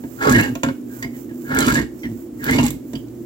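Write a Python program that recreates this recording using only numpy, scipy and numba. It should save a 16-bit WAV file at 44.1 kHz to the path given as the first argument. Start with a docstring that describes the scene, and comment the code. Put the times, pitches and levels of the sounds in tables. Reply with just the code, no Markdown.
"""A kitchen counter, stereo microphones close to a full tin; an appliance hums in the room throughout.
A hand-turned can opener knocks, then bites at 0.2 s: the wheel sticks and slips through the lid, ringing
the tin, while the can groans and the metal parts in sharp snaps. The loose key knocks as the hand takes
a new grip, and skin rubs near the right microphone. A second twist follows at 1.4 s and, after another
regrip, a third at 2.4 s; a few last knocks and rubs leave the hum."""
import sys
import numpy as np
from scipy import signal
from scipy.fft import rfft, irfft, next_fast_len
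from scipy.io import wavfile
from scipy.ndimage import uniform_filter1d
from numba import njit

SR = 44100
rng = np.random.default_rng(int(sys.argv[2]) if len(sys.argv) > 2 else 0)


def persist_wave(psi):
    """Save psi, clipped to +-1, as 16-bit WAV."""
    counts = np.round(np.clip(psi, -1, 1) * 32767).astype(np.int16)
    wavfile.write(sys.argv[1], SR, np.atleast_2d(counts).T)


N = 143325
TIME = np.arange(N) / SR

# modes of the lid and wall: f/Hz, level/dB, t60/s
TIN_MODES = [(536,-1.5,0.15),(678,-4.5,0.13),(915,-8.5,0.08),(1084,-3,0.11),(1394,-3.5,0.09),(1507,-6.5,0.086),(1639,-0.5,0.056),(1768,-3,0.057),(1916,-1,0.031),(2196,-1.5,0.1),(2900,-8.5,0.035),(4300,-18,.04)]
# modes of the full can in the hand: f/Hz, level/dB, t60/s
CAN_MODES = [(54,-13.5,0.16),(115,-5.5,0.079),(146.5,-6,0.15),(238.2,0.5,0.15),(261.8,3.5,0.091),(304.2,1,0.074),(445,-15.5,0.12)]


def twist_control(column, rest):
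    """One property of the three twists of the key over time, at rest in between."""
    # per twist: t/s, ring level/dB, ring f/Hz, rasp level/dB, grit level/dB, groan level/dB
    twists = [
        [(0.18,-45,1430,-61,-62,-60), (0.21,-28.5,1430,-30,-40,-34), (0.234,-15,1350,-29,-31.5,-25),
         (0.262,-24.5,1340,-13.5,-25,-29), (0.278,-15,1320,-19,-31.5,-21), (0.302,-15.5,1270,-19.5,-25,-16),
         (0.316,-18,1390,-21,-27,-10), (0.344,-16,1850,-25.5,-27.5,-12.5), (0.402,-15.5,1713,-22.5,-27.5,-16.5),
         (0.416,-33,1850,-25.5,-41,-19), (0.444,-21.5,1870,-26.5,-28,-25.5), (0.5,-42,1530,-36,-45,-25),
         (0.54,-67,1400,-58,-73,-34)],
        [(1.44,-47.5,1610,-63,-81,-32), (1.488,-36,1460,-46,-45,-33), (1.51,-21.5,1436,-31,-41.5,-23),
         (1.595,-21.5,1524,-24,-33.5,-16), (1.662,-27,1270,-39,-27,-21.5), (1.678,-21,1240,-31,-23.5,-9),
         (1.714,-20.5,1435,-34,-32,-24.5), (1.736,-34,1610,-45,-26.5,-12), (1.752,-18.5,1747,-51,-22,-20.5),
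         (1.782,-18,1884,-34,-27,-14), (1.88,-61,1660,-52,-58,-34.5)],
        [(2.39,-49.5,2020,-70,-73,-33), (2.436,-32,1520,-46,-37.5,-28.5), (2.498,-20.5,1590,-23,-32,-19),
         (2.51,-30,2000,-42,-30.5,-10.5), (2.528,-19,2080,-43,-27,-17.5), (2.55,-39,2260,-27,-29,-15),
         (2.595,-24,2240,-35,-30.5,-15), (2.614,-42,2210,-40,-28,-15.5), (2.648,-34,2080,-37,-26,-11.5),
         (2.686,-40,2090,-50,-36.5,-22.5), (2.77,-62,2140,-56,-60,-30.5)],
    ]
    out = np.full(N, float(rest))
    for rows in map(np.array, twists):
        during = (TIME >= rows[0, 0]) & (TIME <= rows[-1, 0])
        out[during] = np.interp(TIME[during], rows[:, 0], rows[:, column])
    return out


def grinding():
    """The wheel sticks and slips through the lid, ringing steel and tin; cutter and feed make grit."""
    # spectrum of the low rasp: f/Hz, level/dB
    rasp_spectrum = [(200,-22),(420,5),(650,-7),(820,3),(1080,-5),(1500,-6),(3000,-30),(16000,-101)]
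    judder = from_db(2.5 * drift(per_s=86))
    slips = grains(per_s=1500, spread_db=3)
    ring_hz = twist_control(column=2, rest=1750)
    tin = ring(slips, TIN_MODES)
    tin = moving_resonance(tin, ring_hz, width_hz=206) + 0.14 * tin
    metal = evened(steel(slips, ring_hz, width_hz=37)) + from_db(4) * evened(tin)
    metal = evened(metal, size=700) * from_db(twist_control(column=1, rest=-86) + 0.5)
    rasp = evened(colour(slips, rasp_spectrum), size=700)
    rasp *= from_db(twist_control(column=3, rest=-71) - 1.5)
    return judder * (metal + rasp), judder * grit(), judder * grit()


def steel(slips, hz, width_hz):
    """Slips ring the steel at a few resonances that glide together."""
    # resonances of the scraping steel: multiple of the lowest, level/dB
    partials = [(1,14.5),(1.53,-4),(2.25,-26)]
    return sum(from_db(db) * moving_resonance(slips, ratio * hz, width_hz) for ratio, db in partials)


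def grit():
    """Tiny crackles of steel crushing the rim."""
    # spectrum of the crackle: f/Hz, level/dB
    spectrum = [(800,7),(2000,3),(3200,2.5),(5000,1.5),(6200,-2.5),(7400,5.5),(8800,-14),(12000,-2.5),(16000,-14.5)]
    crackle = evened(colour(grains(per_s=3000, spread_db=5), spectrum))
    return crackle * from_db(twist_control(column=4, rest=-96))


def groan():
    """The toothed feed wheel lurches softly along the rim and shakes the whole can."""
    soften = signal.butter(2, 490, fs=SR, output="sos")
    lurches = signal.sosfilt(soften, grains(per_s=380, spread_db=5) + 1e-18)
    return evened(ring(lurches, CAN_MODES), size=900) * from_db(twist_control(column=5, rest=-89))


def snaps():
    """The lid tears in tiny bright fractures, each a click and a crumble."""
    # fractures of the lid: t/s, level/dB, brightest f/Hz
    fractures = [(0.296,0,5000),(0.303,-2,12000),(0.314,-4,8000),(0.324,2.5,6960),(0.4104,-0.5,14100),
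                 (1.5478,1,12600),(1.5695,-8,12000),(1.588,6,7600),(1.6053,5.5,7800),(1.667,1.5,7500),(1.686,-7,12000),(1.7,-2,12000),(1.725,-8,11000),(1.745,-2,7600),(1.757,-16,7500),
                 (2.442,0,15100),(2.5104,0.5,12800),(2.61,-7,7500),(2.638,-6.5,7500),(2.654,-6,10000),(2.665,-0.5,7560),(2.682,-4.5,6760),(2.7059,-4,12000)]
    # spectrum of the tearing metal: f/Hz, level/dB
    spectrum = [(800,-4),(3000,1),(5000,-7),(7500,2),(9000,-7.5),(12000,-5),(16000,-1)]
    out = np.zeros(N)
    for start, db, hz in fractures:
        crack = 0.54 * burst(decay_s=0.00037)
        crack[0] += 0.8  # the click
        add(out, start, from_db(db + 2.5) * (crack + 2.06 * resonance(crack, hz, width_hz=4900)))
    return colour(out, spectrum)


def squeaks():
    """Slips lock on to a gliding resonance: narrow when pressed hard, broad and rough when light."""
    # steel on steel, at the wheel or the loose key: t/s, length/s, first f/Hz, last f/Hz, level/dB
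    slides = [(0.203,0.064,1384,1330,-25),(0.239,0.07,1123,1085,-21),(0.345,0.012,1840,1885,-11),(0.385,0.008,1686,1647,-13),(0.391,0.021,2507,2700,-26.5),(0.422,0.014,2765,2860,-25.5),(0.408,0.075,1680,1615,-36.5),(0.631,0.019,1570,1620,-27),(0.684,0.013,1500,1440,-29),
              (0.894,0.13,1590,1470,-51.5),(1.023,0.015,1960,1960,-28),(1.039,0.012,2080,2180,-28.5),(1.019,0.044,4800,4870,-50),(1.133,0.043,1940,1950,-51.5),(1.289,0.026,1840,1670,-51.5),
              (1.558,0.091,1440,1357,-24),(1.568,0.014,2170,2140,-23.5),(1.602,0.021,3980,4090,-30),(1.607,0.06,3110,2940,-33),(1.673,0.043,1337,1415,-19),(2.031,0.036,2124,1814,-35.5),(1.988,0.098,5840,5650,-58),
              (2.484,0.014,2000,2040,-22),(2.523,0.019,2180,2200,-20),(2.582,0.012,2875,2780,-18.5),(2.619,0.046,885,810,-31.5),(2.95,0.011,2900,3240,-35)]
    loosening = 0.25  # dB of resonance width per dB that the contact is lighter
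    out = np.zeros(N)
    t = TIME[:SR // 4]
    for start, length, first_hz, last_hz, db in slides:
        hz = np.interp(t, [0, length], [first_hz, last_hz])
        tone = steel(rng.standard_normal(len(t)), hz, width_hz=6.8 * from_db(-loosening * db))
        add(out, start, from_db(db + 2.5) * held(t, length) * evened(tone, size=500))
    return out


def creaks():
    """Under load the wheel slips in an even, slowing rhythm, and the can gives a low falling note."""
    # runs of slips on the rim: t/s, length/s, first rate/Hz, last rate/Hz, level/dB
    runs = [(0.259,0.054,155.9,124.6,-20),(0.315,0.1,134.7,102.1,-20),(0.476,0.054,126,120.7,-25.5),(0.665,0.0481,135.7,126.7,-26.5),(2.082,0.049,119,113.1,-30.5)]
    # the can's answer to a slip: f/Hz, level/dB
    spectrum = [(60,-18.5),(105,0),(145,-6),(250,-0.5),(310,-3),(400,-19),(2000,-48.5)]
    rough_db = 3
    out = np.zeros(N)
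    t = TIME[:SR // 4]
    for start, length, first_hz, last_hz, db in runs:
        hz = np.interp(t, [0, length], [first_hz, last_hz])
        slips = np.diff(np.floor(np.cumsum(hz) / SR), prepend=-1)  # one click a cycle
        slips *= from_db(rough_db * rng.standard_normal(len(t)))
        add(out, start, from_db(db) * held(t, length) * slips * SR / hz)
    return colour(out, spectrum)


def knocks():
    """Each knock thumps the can, clanks in the tin and ticks in the steel of the opener."""
    # key and cutter hit the can: t/s, thump level/dB, clank level/dB, clank f/Hz, tick level/dB
    hits = [(0.037,-2,-21.5,760,-34),(0.553,-3.5,-12,580,-10),(0.633,7,2,970,0.5),(0.662,5.5,-9,1500,-28),(0.686,-5.5,-7.5,1320,-34),
            (1.026,-5,-18,1930,-10),(1.045,0.5,-20.5,750,-23),(1.312,-12.5,-29,700,-51),(2.038,-2,-24,1950,-49),(2.055,0.5,-22,1840,-44),
            (2.5854,12.5,2,880,-7),(2.933,-1,-19,770,-17.5),(2.955,2,-23,3020,-20),(3.083,-34,-64,2020,-31.5)]
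    # spectrum of the tin's clank: f/Hz, level/dB
    clank_spectrum = [(200,-13),(550,6),(900,8),(1500,5.5),(3200,0),(6000,-11),(16000,-34)]
    # spectrum of the opener's tick: f/Hz, level/dB
    tick_spectrum = [(300,-69),(800,-3),(2500,15),(4500,7),(7000,13),(9000,-1.5),(16000,2)]
    thumps, clanks, ticks = np.zeros((3, N))
    for start, thump_db, clank_db, hz, tick_db in hits:
        add(thumps, start, from_db([thump_db - 21]))
        chatter = 0.71 * burst(decay_s=0.015)
        chatter[0] += 0.7  # first contact
        clank = resonance(chatter, hz, width_hz=243) + 0.5 * chatter
        add(clanks, start, from_db(clank_db + 14) * clank)
        add(ticks, start, from_db(tick_db - 1) * burst(decay_s=0.0033))
    clanks = colour(clanks, clank_spectrum)
    body = ring(thumps, CAN_MODES) + from_db(-37) * ring(clanks, TIN_MODES)
    clatter = clanks + colour(ticks, tick_spectrum)
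    return body, clatter


def rubbing():
    """Skin slides near the right microphone in soft swells of fine hiss."""
    # rubs of the hand: middle t/s, half length/s, level/dB
    rubs = [(0.174,0.24,-38.5),(0.516,0.34,-43),(0.983,0.081,-33.5),(1.189,0.061,-35.5),(1.473,0.14,-36.5),(2.01,0.086,-40),(2.198,0.077,-40),(2.438,0.072,-36.5),(2.926,0.097,-40.5),(3.25,0.18,-46)]
    # spectrum of sliding skin: f/Hz, level/dB
    spectrum = [(1000,-1),(4000,-13.5),(5800,-7.5),(7400,1.5),(9000,-13),(11000,-4.5),(13000,-0.5),(15500,5)]
    swells = sum(from_db(db) * np.exp(-((TIME - middle) / half) ** 2) for middle, half, db in rubs)
    hiss = rms_one(colour(rng.standard_normal((2, N)), spectrum))
    grain = from_db(1.5 * drift(per_s=120))
    return hiss * grain * swells * from_db([[-25], [0]])


def room_tone():
    """An appliance hums, wavering, over the low rush of the kitchen, a little to the right."""
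    # spectrum of the room's rush: f/Hz, level/dB
    air_spectrum = [(20,-42),(40,-27),(60,-11),(85,-21),(125,-10),(180,-16),(250,-1),(330,-1),(400,-12),(550,-19),(900,-32),(1600,-39),(4000,-46.5),(7500,-43),(10000,-47),(16000,-43.5)]
    # likeness of the rush at the two microphones: f/Hz, correlation/0-1
    likeness = [(100,1),(300,0.84),(700,0),(1500,0.36),(16000,0)]
    # the appliance's hum lines: f/Hz, level/dB
    hum_lines = [(120,-45.5),(245,-37),(295,-48.5),(345,-42),(394,-59)]
    mid, side = rfft(rng.standard_normal((2, N)))
    alike = np.clip(at_hz(likeness, np.arange(len(mid)) * SR / N), -1, 1)
    air = irfft(np.sqrt(1 + alike) * mid + np.sqrt(1 - alike) * side * [[1], [-1]], N)
    out = from_db(-33.5) * rms_one(colour(air, air_spectrum))
    for hz, db in hum_lines:
        level = from_db(db + 5.5 * drift(per_s=1.77))
        out += level * np.sin(2 * np.pi * hz * TIME + 1.2 * drift(per_s=4.9))
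    return out * from_db([[-1.2], [1.2]])


def grains(per_s, spread_db):
    """Random clicks of uneven size."""
    sizes = from_db(spread_db * np.minimum(rng.exponential(1, N), 5)) * rng.choice([-1, 1], N)
    return sizes * (rng.random(N) < per_s / SR)


def burst(decay_s, size=900):
    """One contact: a sharp, crumbling crack of unit energy."""
    crack = rng.standard_normal(size) * np.exp(-np.arange(size) / (decay_s * SR))
    return crack / np.sqrt(np.sum(crack ** 2))


def held(t, length, attack_s=0.0027, release_s=0.0086):
    """Envelope of a run of slips: quick attack, hold, release."""
    return np.minimum(t / attack_s, 1) / (1 + np.exp(np.minimum((t - length) / release_s * 2, 50)))


def drift(per_s):
    """A smooth random wander with a spread of 1."""
    step = 40  # samples between points
    r = np.exp(-2 * np.pi * per_s * step / SR)
    slow = signal.lfilter([1], [1, -2 * r, r * r], rng.standard_normal(N // step + 2002))[2000:]
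    return np.interp(np.arange(N) / step, np.arange(len(slow)), rms_one(slow))


def ring(x, modes):
    """Every click sets each mode ringing as a dying sine."""
    out = 0
    for k, (hz, db, t60) in enumerate(modes):
        r, w = np.exp(-np.log(1000) / (t60 * SR)), 2 * np.pi * hz / SR
        mode = signal.lfilter([1, 0, -1], [1, -2 * r * np.cos(w), r * r], x + 1e-18) / 2
        out = out + (-1) ** k * from_db(db) * mode
    return out


def resonance(x, hz, width_hz):
    """One resonance with gain 1 at its peak."""
    r, w = np.exp(-np.pi * width_hz / SR), 2 * np.pi * hz / SR
    return signal.lfilter([(1 - r * r) / 2, 0, (r * r - 1) / 2], [1, -2 * r * np.cos(w), r * r], x)


@njit
def moving_resonance(x, hz, width_hz):
    """A resonance whose centre glides."""
    r, w = np.exp(-np.pi * width_hz / SR), 2 * np.pi * hz / SR
    y = np.zeros(len(x))
    for i in range(2, len(x)):
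        y[i] = (1 - r * r) / 2 * (x[i] - x[i - 2]) + 2 * r * np.cos(w[i]) * y[i - 1] - r * r * y[i - 2]
    return y


def tail(x, t60):
    """A dense dying ring of unit energy, different at each microphone."""
    t = TIME[:SR // 2]
    response = rng.standard_normal((2, len(t))) * np.exp(-np.log(1000) * t / t60)
    response /= np.sqrt(np.sum(response ** 2, axis=1, keepdims=True))
    return signal.fftconvolve(np.atleast_2d(x), response, axes=1)[:, :N]


def colour(x, spectrum):
    """Causal (minimum-phase) filter with the given spectrum."""
    size = 2 * next_fast_len(N // 2 + SR // 4)
    hz = np.arange(size // 2 + 1) * SR / size
    cepstrum = irfft(np.log(from_db(at_hz(spectrum, hz))))
    cepstrum[1:size // 2] *= 2
    cepstrum[size // 2 + 1:] = 0
    return irfft(rfft(x, size) * np.exp(rfft(cepstrum)))[..., :N]


def evened(x, size=1300):
    """Holds the short-term level at 1 and keeps the grain."""
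    return x / np.sqrt(np.abs(uniform_filter1d(x ** 2, size)) + 1e-12)


def at_hz(points, hz):
    point_hz, values = np.array(points).T
    return np.interp(np.log(hz + 1), np.log(point_hz), values)


def from_db(db):
    return 10 ** (np.asarray(db) / 20)


def rms_one(x):
    return x / np.sqrt(np.mean(x ** 2) + 1e-20)


def add(out, start_s, sound):
    start = int(np.clip(start_s * SR, 0, N - 1))
    out[start:start + len(sound)] += sound[:N - start]


def scene():
    """The can stands close by; its cracks scatter off metal and counter, then fade in the kitchen."""
    # the tin's place as the left microphone hears it: f/Hz, level/dB
    left_mic = [(100,-1),(250,0),(400,-5),(700,-1.5),(1300,-1.5),(2400,-1.5),(4400,-7.5),(8000,-6),(15000,-6.5)]
    # the same for the right microphone: f/Hz, level/dB
    right_mic = [(100,0),(250,1.5),(400,4),(700,2),(1300,-2.5),(2400,1.5),(4400,1.5),(8000,-0.5),(15000,2)]
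    # spectrum of the kitchen's reverberation: f/Hz, level/dB
    kitchen = [(60,-0.5),(250,-4.5),(600,-9.5),(3000,2.5),(8000,2.5),(16000,2.5)]
    right_lag_s = 0.0002272
    metal, cutter_grit, feed_grit = grinding()
    body, clatter = knocks()
    metal = metal + squeaks()
    sharp = cutter_grit + snaps() + clatter
    near = metal + groan() + creaks() + body + from_db(-3) * sharp
    pair = np.array([near, np.interp(TIME - right_lag_s, TIME, near)])
    pair += from_db(-2) * tail(sharp, t60=0.027) + from_db(-3.5) * tail(feed_grit, t60=0.027)
    pair += from_db(-4.5) * tail(metal, t60=0.072)  # the tin's own echo
    pair += from_db(-8.5) * tail(colour(near, kitchen), t60=0.27)
    return np.array([colour(pair[0], left_mic), colour(pair[1], right_mic)]) + rubbing() + room_tone()


def record(dry):
    """The recorder loses the deepest rumble, rounds the peaks and cuts the top."""
    low_cut = signal.butter(2, 38, "high", fs=SR, output="sos")
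    high_cut = signal.ellip(10, 0.2, 80, 16000, fs=SR, output="sos")
    rounded = 1.196 * np.tanh(signal.sosfilt(low_cut, dry) / 1.388)
    return signal.sosfilt(high_cut, rounded)


dry = scene()
out = record(dry)
persist_wave(out)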